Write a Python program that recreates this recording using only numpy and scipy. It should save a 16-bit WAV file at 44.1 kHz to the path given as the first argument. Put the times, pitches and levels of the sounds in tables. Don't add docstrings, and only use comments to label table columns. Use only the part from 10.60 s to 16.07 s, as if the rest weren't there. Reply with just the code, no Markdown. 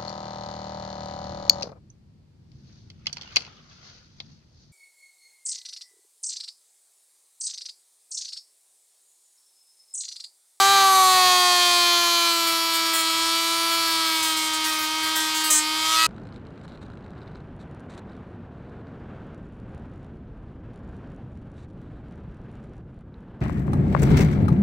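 import sys
import numpy as np
from scipy import signal
from scipy.fft import rfft, irfft
from scipy.io import wavfile
from scipy.ndimage import uniform_filter1d

SR = 44100
rng = np.random.default_rng(int(sys.argv[2]) if len(sys.argv) > 2 else 0)


def persist_wave(psi):
    counts = np.round(np.clip(psi, -1, 1) * 32767).astype(np.int16)
    wavfile.write(sys.argv[1], SR, np.atleast_2d(counts).T)


N = 241094
TIME = np.arange(N) / SR
MAINS_PULSE_HZ = 119.9

# order number, level in dB at the working speed, growth in dB per Hz of shaft speed.
SHAFT_ORDERS = [(1, -25, 0.06), (2, -47, 0.2766), (3, -28.3, 0.13), (4, -33.5, 0.1424), (5, -35.5, 0.085),
                (6, -38.5, 0.1732), (7, -30.4, .03), (8, -34, 0.0679), (9, -30.5, 0.0327),
                (10, -31.5, 0.14), (11, -31, -0.02), (12, -34.5, -0.0574), (13, -39.5, 0.12),
                (14, -40.5, 0.154), (15, -39.5, .22), (16, -33, 0.2181), (17, -32, 0.0768),
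                (18, -35, 0.1524), (19, -35.5, 0.13), (20, -37.5, 0.1337)]
# time in seconds, level in dB.
WHINE_LEVEL = [(.22, .5), (.31, -3), (.5, 0), (.68, 3), (1.6, 2), (1.95, 0.63), (3.5, 0.4), (4.0, -2.5),
               (5.15, -1.5)]
# centre in Hz, width in Hz, level in dB.
HOUSING_MODES = [(737, 114, 13), (1135, 183, 4), (1319, 183, 2), (1577, 140, -4), (1852, 250, -0.5),
                 (2216, 400, -7), (2486, 300, -5.5), (3182, 263, 0), (3505, 150, -6), (3820, 260, -8),
                 (4154, 330, 3), (4560, 664, 5.5), (5240, 78, -6.5), (6100, 166, -12)]
BETWEEN_RESONANCES_DB = -12.5
WORKING_HZ = 330
PRESS_FROM_S, PRESS_RISE_S, STEADIED_DB, SINGING_DB = 5.2, 0.15, -6.5, 9.5


def motor(turns, speed):
    press = np.clip((TIME - PRESS_FROM_S) / PRESS_RISE_S, 0, 1)
    pressed_db = {1: STEADIED_DB, 4: SINGING_DB}
    whine_gain = amp(curve(WHINE_LEVEL))
    out = np.zeros(N)
    for order, db, growth in SHAFT_ORDERS:
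        housing = np.sqrt(response(HOUSING_MODES, order * speed) + amp(BETWEEN_RESONANCES_DB) ** 2)
        if order <= 4:
            press_gain = amp(press * pressed_db.get(order, 0))
            tone = press_gain * shaft_tone(order, turns, speed, wander_db=0.7, blur=0.032)
        else:
            tone = whine_gain * shaft_tone(order, turns, speed, wander_db=1.41, blur=0.21)
        level = amp(db + growth * (speed - WORKING_HZ))
        out += level * housing * tone
    return out


# pitch of the side tone in Hz, level in dB relative to its order.
SIDE_TONE_LEVEL = [(200, -32.5), (262, -18.5), (400, -26.5), (520, -24.5), (660, -28.5), (830, -16.5),
                   (950, -23.5), (1060, -23), (1190, -12), (1330, -22), (1900, -10), (3200, -10),
                   (4500, -9), (7000, -10.5)]


def shaft_tone(order, turns, speed, wander_db, blur):
    sides = 0
    for step, db in [(1, 0), (-1, 0), (2, -7), (-2, -7)]:
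        offset_hz = step * MAINS_PULSE_HZ
        depth = amp(db + read(SIDE_TONE_LEVEL, order * speed + offset_hz))
        sides = sides + depth * np.exp(2j * np.pi * (offset_hz * TIME + rng.random()))
    angle = 2 * np.pi * (order * turns + rng.random()) + blur * drift(9.9)
    wander = amp(wander_db * drift(7.3))
    return wander * np.sqrt(2) * ((1 + sides) * np.exp(1j * angle)).real


# time in seconds, level in dB.
BRUSH_LEVEL = [(0.0, -23.5), (0.13, -28.5), (0.44, -25.5), (0.85, -29.5), (2.2, -32.5), (3.15, -32),
               (4.0, -34), (5.15, -35), (5.33, -29), (5.46, -25.5)]
# frequency in Hz, level in dB per Hz.
BRUSH_SPECTRUM = [(200, -33), (2000, -12), (4300, 1), (5600, -4), (7000, 6), (8300, 6), (9800, 1.5),
                  (11500, 3), (13500, -2.5), (16000, -8)]
# time in seconds, share of the power that repeats from turn to turn.
BRUSH_SEATING = [(0, .72), (.55, .9), (1.7, .86), (3.1, .74), (3.7, .58), (5.46, .68)]
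# time in seconds, gain above 9 kHz in dB.
BRUSH_CRISPNESS = [(0, 0), (1.7, 1.5), (3.1, 0.5), (3.9, -3.5), (4.9, -5), (5.05, -2.5), (5.46, -5)]


def brushes(turns, swell=0.65, mains_depth=0.15, ripple_turns=0.0079):
    mains = 2 * np.pi * MAINS_PULSE_HZ * TIME
    nudge = ripple_turns * (np.sin(mains) + .5 * np.cos(2 * mains))
    scrape = each_turn(turns + nudge, change_hz=0.98)
    sparks = rng.standard_normal(N)
    gate = 1 - swell + swell * strokes(2 * turns, rise=0.067, fall=0.23)
    gate = gate * (1 + mains_depth * np.cos(mains))
    seating = curve(BRUSH_SEATING)
    bands = [("lowpass", seating, 1), ("highpass", .7 * seating, amp(curve(BRUSH_CRISPNESS)))]
    out = np.zeros(N)
    for side, share, gain in bands:
        mixture = np.sqrt(share) * scrape + np.sqrt(1 - share) * sparks
        fizz = coloured(gate * mixture, BRUSH_SPECTRUM)
        band_filter = signal.butter(3, 9000, side, fs=SR, output="sos")
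        out += gain * signal.sosfiltfilt(band_filter, fizz)
    return amp(curve(BRUSH_LEVEL)) * out


# start in seconds, end in seconds, rasp in dB, squeal in dB,
# tilt of the squeal at its onset in dB per octave. Both levels are scaled by the force of the grip.
DRUM_GRAZES = [(0.0, 0.241, -44, -32, -17), (1.867, 1.913, -30, -34.5, 2), (2.135, 2.182, -30.5, -37, 10),
               (2.26, 2.285, -35, -46, 0), (2.332, 2.419, -29, -31, 4), (2.49, 2.518, -34, -48, 0),
               (3.11, 3.151, -33, -48, 0), (3.27, 3.37, -37, -40.5, 9), (3.457, 3.612, -33, -39, 8),
               (3.624, 3.734, -37, -31.5, 4), (3.766, 3.89, -39, -34.5, 0), (3.933, 3.962, -34.5, -35, 2),
               (4.039, 4.11, -30.5, -36.5, 3), (4.129, 4.176, -38, -38, 0), (4.185, 4.263, -34.5, -40, 12),
               (4.427, 4.501, -33.5, -41, 0), (4.554, 4.599, -28, -34, 14), (4.6, 4.7, -34, -35, -7),
               (4.743, 4.829, -33, -35.5, 2), (4.836, 4.899, -29, -32, 3), (4.901, 4.997, -33, -19, -3.5)]
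# frequency in Hz, level in dB per Hz.
RASP_SPECTRUM = [(300, -18), (1100, -0.5), (1800, 3), (2600, -3), (3400, -2), (4600, -2.5), (6000, -6.5),
                 (7600, -2), (9800, -5), (12000, -5), (14000, -11.5), (16000, -1)]


def sanding(turns, repeating=.8):
    bite = strokes(turns, rise=0.044, fall=0.25)
    grit = levelled(each_turn(turns, change_hz=5.2) * bite)
    fresh = bite * rng.standard_normal(N)
    rasp = np.sqrt(repeating) * grit + np.sqrt(1 - repeating) * fresh
    contact = sum(amp(db) * grip(TIME, start, end) for start, end, db, _, _ in DRUM_GRAZES)
    return contact * amp(1.1 * drift(60)) * coloured(rasp, RASP_SPECTRUM)


# centre in Hz, width in Hz, level in dB.
DISC_MODES = [(3900, 900, -18), (6300, 946, -3.5), (7580, 2300, 0), (8230, 610, 0.5), (9600, 2700, -5),
              (13700, 6100, -8)]
TILT_PIVOT_HZ = 8000
LOCK_IN_S = 0.1


def catches(turns, speed, rough=0.28, spread=0.97, ragged_db=1.2):
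    out, order = np.zeros(N), np.arange(3, 52)[:, None]
    for start, end, _, db, tilt_db in DRUM_GRAZES:
        on = (TIME > start) & (TIME < end + .05)
        t, hz = TIME[on], order * speed[on]
        tilt = amp(tilt_db * np.log2(hz / TILT_PIVOT_HZ))
        narrowing = 1 + (t - start) / LOCK_IN_S
        ring = (np.sqrt(response(DISC_MODES, hz)) * tilt) ** narrowing
        ring /= np.linalg.norm(ring, axis=0)
        lag = np.cumsum(1 + spread * rng.standard_normal(order.shape), axis=0)
        flutter = rng.standard_normal((len(order), len(t), 2)) @ [1, 1j]
        flutter = evened(uniform_filter1d(flutter, size=150, axis=1))
        rotation = np.exp(1j * (2 * np.pi * order * turns[on] - lag))
        tone = (ring * (1 + rough * flutter) * rotation).sum(0).real
        out[on] += amp(db) * evened(tone) * grip(t, start, end)
    return out * amp(ragged_db * drift(40))


RISE_S, BITE, SETTLE_S, RELEASE_S = 0.0034, 0.67, .02, 0.019


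def grip(t, start, end):
    age = np.maximum(t - start, 0)
    rise = 1 - np.exp(-age / RISE_S)
    settling = 1 + BITE * np.exp(-age / SETTLE_S)
    release = np.exp(-np.maximum(t - end + RELEASE_S / 2, 0) / RELEASE_S)
    return rise * settling * release


# time in seconds, level in dB; silent before the first row.
CHATTER_LEVEL = [(5.2, -57), (5.27, -29), (5.33, -22.5), (5.46, -22)]
# frequency in Hz, level in dB per Hz.
CHATTER_SPECTRUM = [(400, -39), (1300, -3), (2200, 4), (2900, 5.5), (3600, 4), (4800, -3.5), (6200, -1.5),
                    (8500, -10.5), (11000, -14), (16000, -30)]


def chatter(turns, loose=0.26):
    surface = each_turn(turns, change_hz=4.2) + loose * rng.standard_normal(N)
    knocks = surface * strokes(turns, rise=.05, fall=0.44)
    torque = 1 + 0.43 * np.cos(2 * np.pi * MAINS_PULSE_HZ * TIME)
    started = TIME > CHATTER_LEVEL[0][0]
    return amp(curve(CHATTER_LEVEL)) * started * coloured(knocks * torque, CHATTER_SPECTRUM)


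# start in seconds, peak of the envelope in dB, pitch in Hz, rise and decay time in seconds.
SOFT_KNOCKS = [(.20, -54, 48, .03), (.42, -58, 120, 0.014), (.64, -45, 118, .025), (2.61, -53, 48.2, 0.026),
               (3.26, -54, 46, .03), (3.91, -58, 48, .03), (4.03, -57, 48, .03), (4.908, -47, 100, 0.0029),
               (4.912, -32, 577, 0.0011), (5.25, -52, 104, .03)]


def hands():
    out = np.zeros(N)
    for start, db, hz, decay_s in SOFT_KNOCKS:
        t = np.maximum(TIME - start, 0)
        envelope = t / decay_s * np.exp(1 - t / decay_s)
        out += amp(db) * envelope * np.sin(2 * np.pi * hz * t)
    return out


# time in seconds, level in dB.
AIR_LEVEL = [(0, -30), (.5, -32), (1, -32.5), (1.8, -34), (3, -34), (4, -32.5), (5.15, -33), (5.46, -30)]
# frequency in Hz, level in dB per Hz.
AIR_SPECTRUM = [(25, -26), (55, -18.5), (95, -7), (150, -13), (300, -17), (580, -15), (800, -7.5),
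                (1170, 2.5), (1500, -7.5), (2250, -3), (2750, -5), (3800, 3.5), (6000, -3), (16000, -20.5)]


def air():
    level = amp(curve(AIR_LEVEL) + .5 * drift(7.2))
    return level * coloured(rng.standard_normal(N), AIR_SPECTRUM)


def each_turn(turns, change_hz, count=5, size=144):
    out = np.zeros(N)
    for _ in range(count):
        surface = signal.resample(rng.standard_normal(size // 3 * 2), size * 10)
        out += drift(change_hz) * np.interp(turns % 1, np.linspace(0, 1, len(surface)), surface)
    return levelled(out)


def strokes(turns, rise, fall):
    part = turns % 1
    return evened((1 - np.exp(-part / rise)) * np.exp(-part / fall))


def response(modes, hz):
    return sum(amp(db) ** 2 / (1 + (2 * (hz - centre) / width) ** 2) ** 2 for centre, width, db in modes)


def drift(rate_hz, size=2048):
    hz = np.fft.rfftfreq(size, N / SR / size)
    slow = irfft(rfft(rng.standard_normal(size)) / (1 + (hz / rate_hz) ** 2))
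    return np.interp(TIME, np.linspace(0, N / SR, size), evened(slow))


def coloured(x, points):
    gain = amp(read(points, np.fft.rfftfreq(2 * N, 1 / SR)))
    return evened(irfft(rfft(x, 2 * N) * gain)[:N])


def read(points, hz):
    f, db = np.transpose(points)
    return np.interp(np.log(hz + 1), np.log(f + 1), db)


def curve(rows, axis=1):
    rows = np.asarray(rows, float)
    return np.interp(TIME, rows[:, 0], rows[:, axis])


def levelled(x):
    return x / np.sqrt(uniform_filter1d(x ** 2, 1000) + 1e-9)


def evened(x):
    return x / np.sqrt(np.mean(abs(x) ** 2) + 1e-20)


def amp(db):
    return 10 ** (np.asarray(db) / 20)


# time in seconds, turns per second in Hz.
SHAFT_SPEED = [(0.0, 389.9), (0.12, 395), (0.45, 375.6), (0.7, 364.3), (1.05, 353.9), (1.63, 341.2),
               (1.89, 332.1), (2.36, 328.1), (2.41, 325.8), (2.79, 330.7), (3.15, 332.6), (3.81, 314.8),
               (4.07, 314.5), (4.17, 312.5), (4.28, 311.6), (4.35, 314.8), (4.55, 316.3), (4.66, 313.7),
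               (4.83, 314), (4.89, 312), (4.92, 308.6), (4.96, 307), (5.33, 319.4), (5.47, 323)]


def scene():
    speed = curve(SHAFT_SPEED) * (1 + 0.00029 * drift(7.54))
    turns = np.cumsum(speed) / SR
    tool = motor(turns, speed) + brushes(turns) + air()
    work = sanding(turns) + catches(turns, speed) + chatter(turns) + hands()
    return np.array([tool + work] * 2)


EDGE_HZ = 15800


def record(dry):
    rounded = dry / (1 + (dry / .39) ** 8) ** (1 / 8)
    high_pass = signal.butter(2, 25, "highpass", fs=SR, output="sos")
    low_pass = signal.firwin(1023, EDGE_HZ, window=("kaiser", 9), fs=SR)
    return signal.oaconvolve(signal.sosfilt(high_pass, rounded), low_pass[None], "same", axes=1)


dry = scene()
out = record(dry)
persist_wave(out)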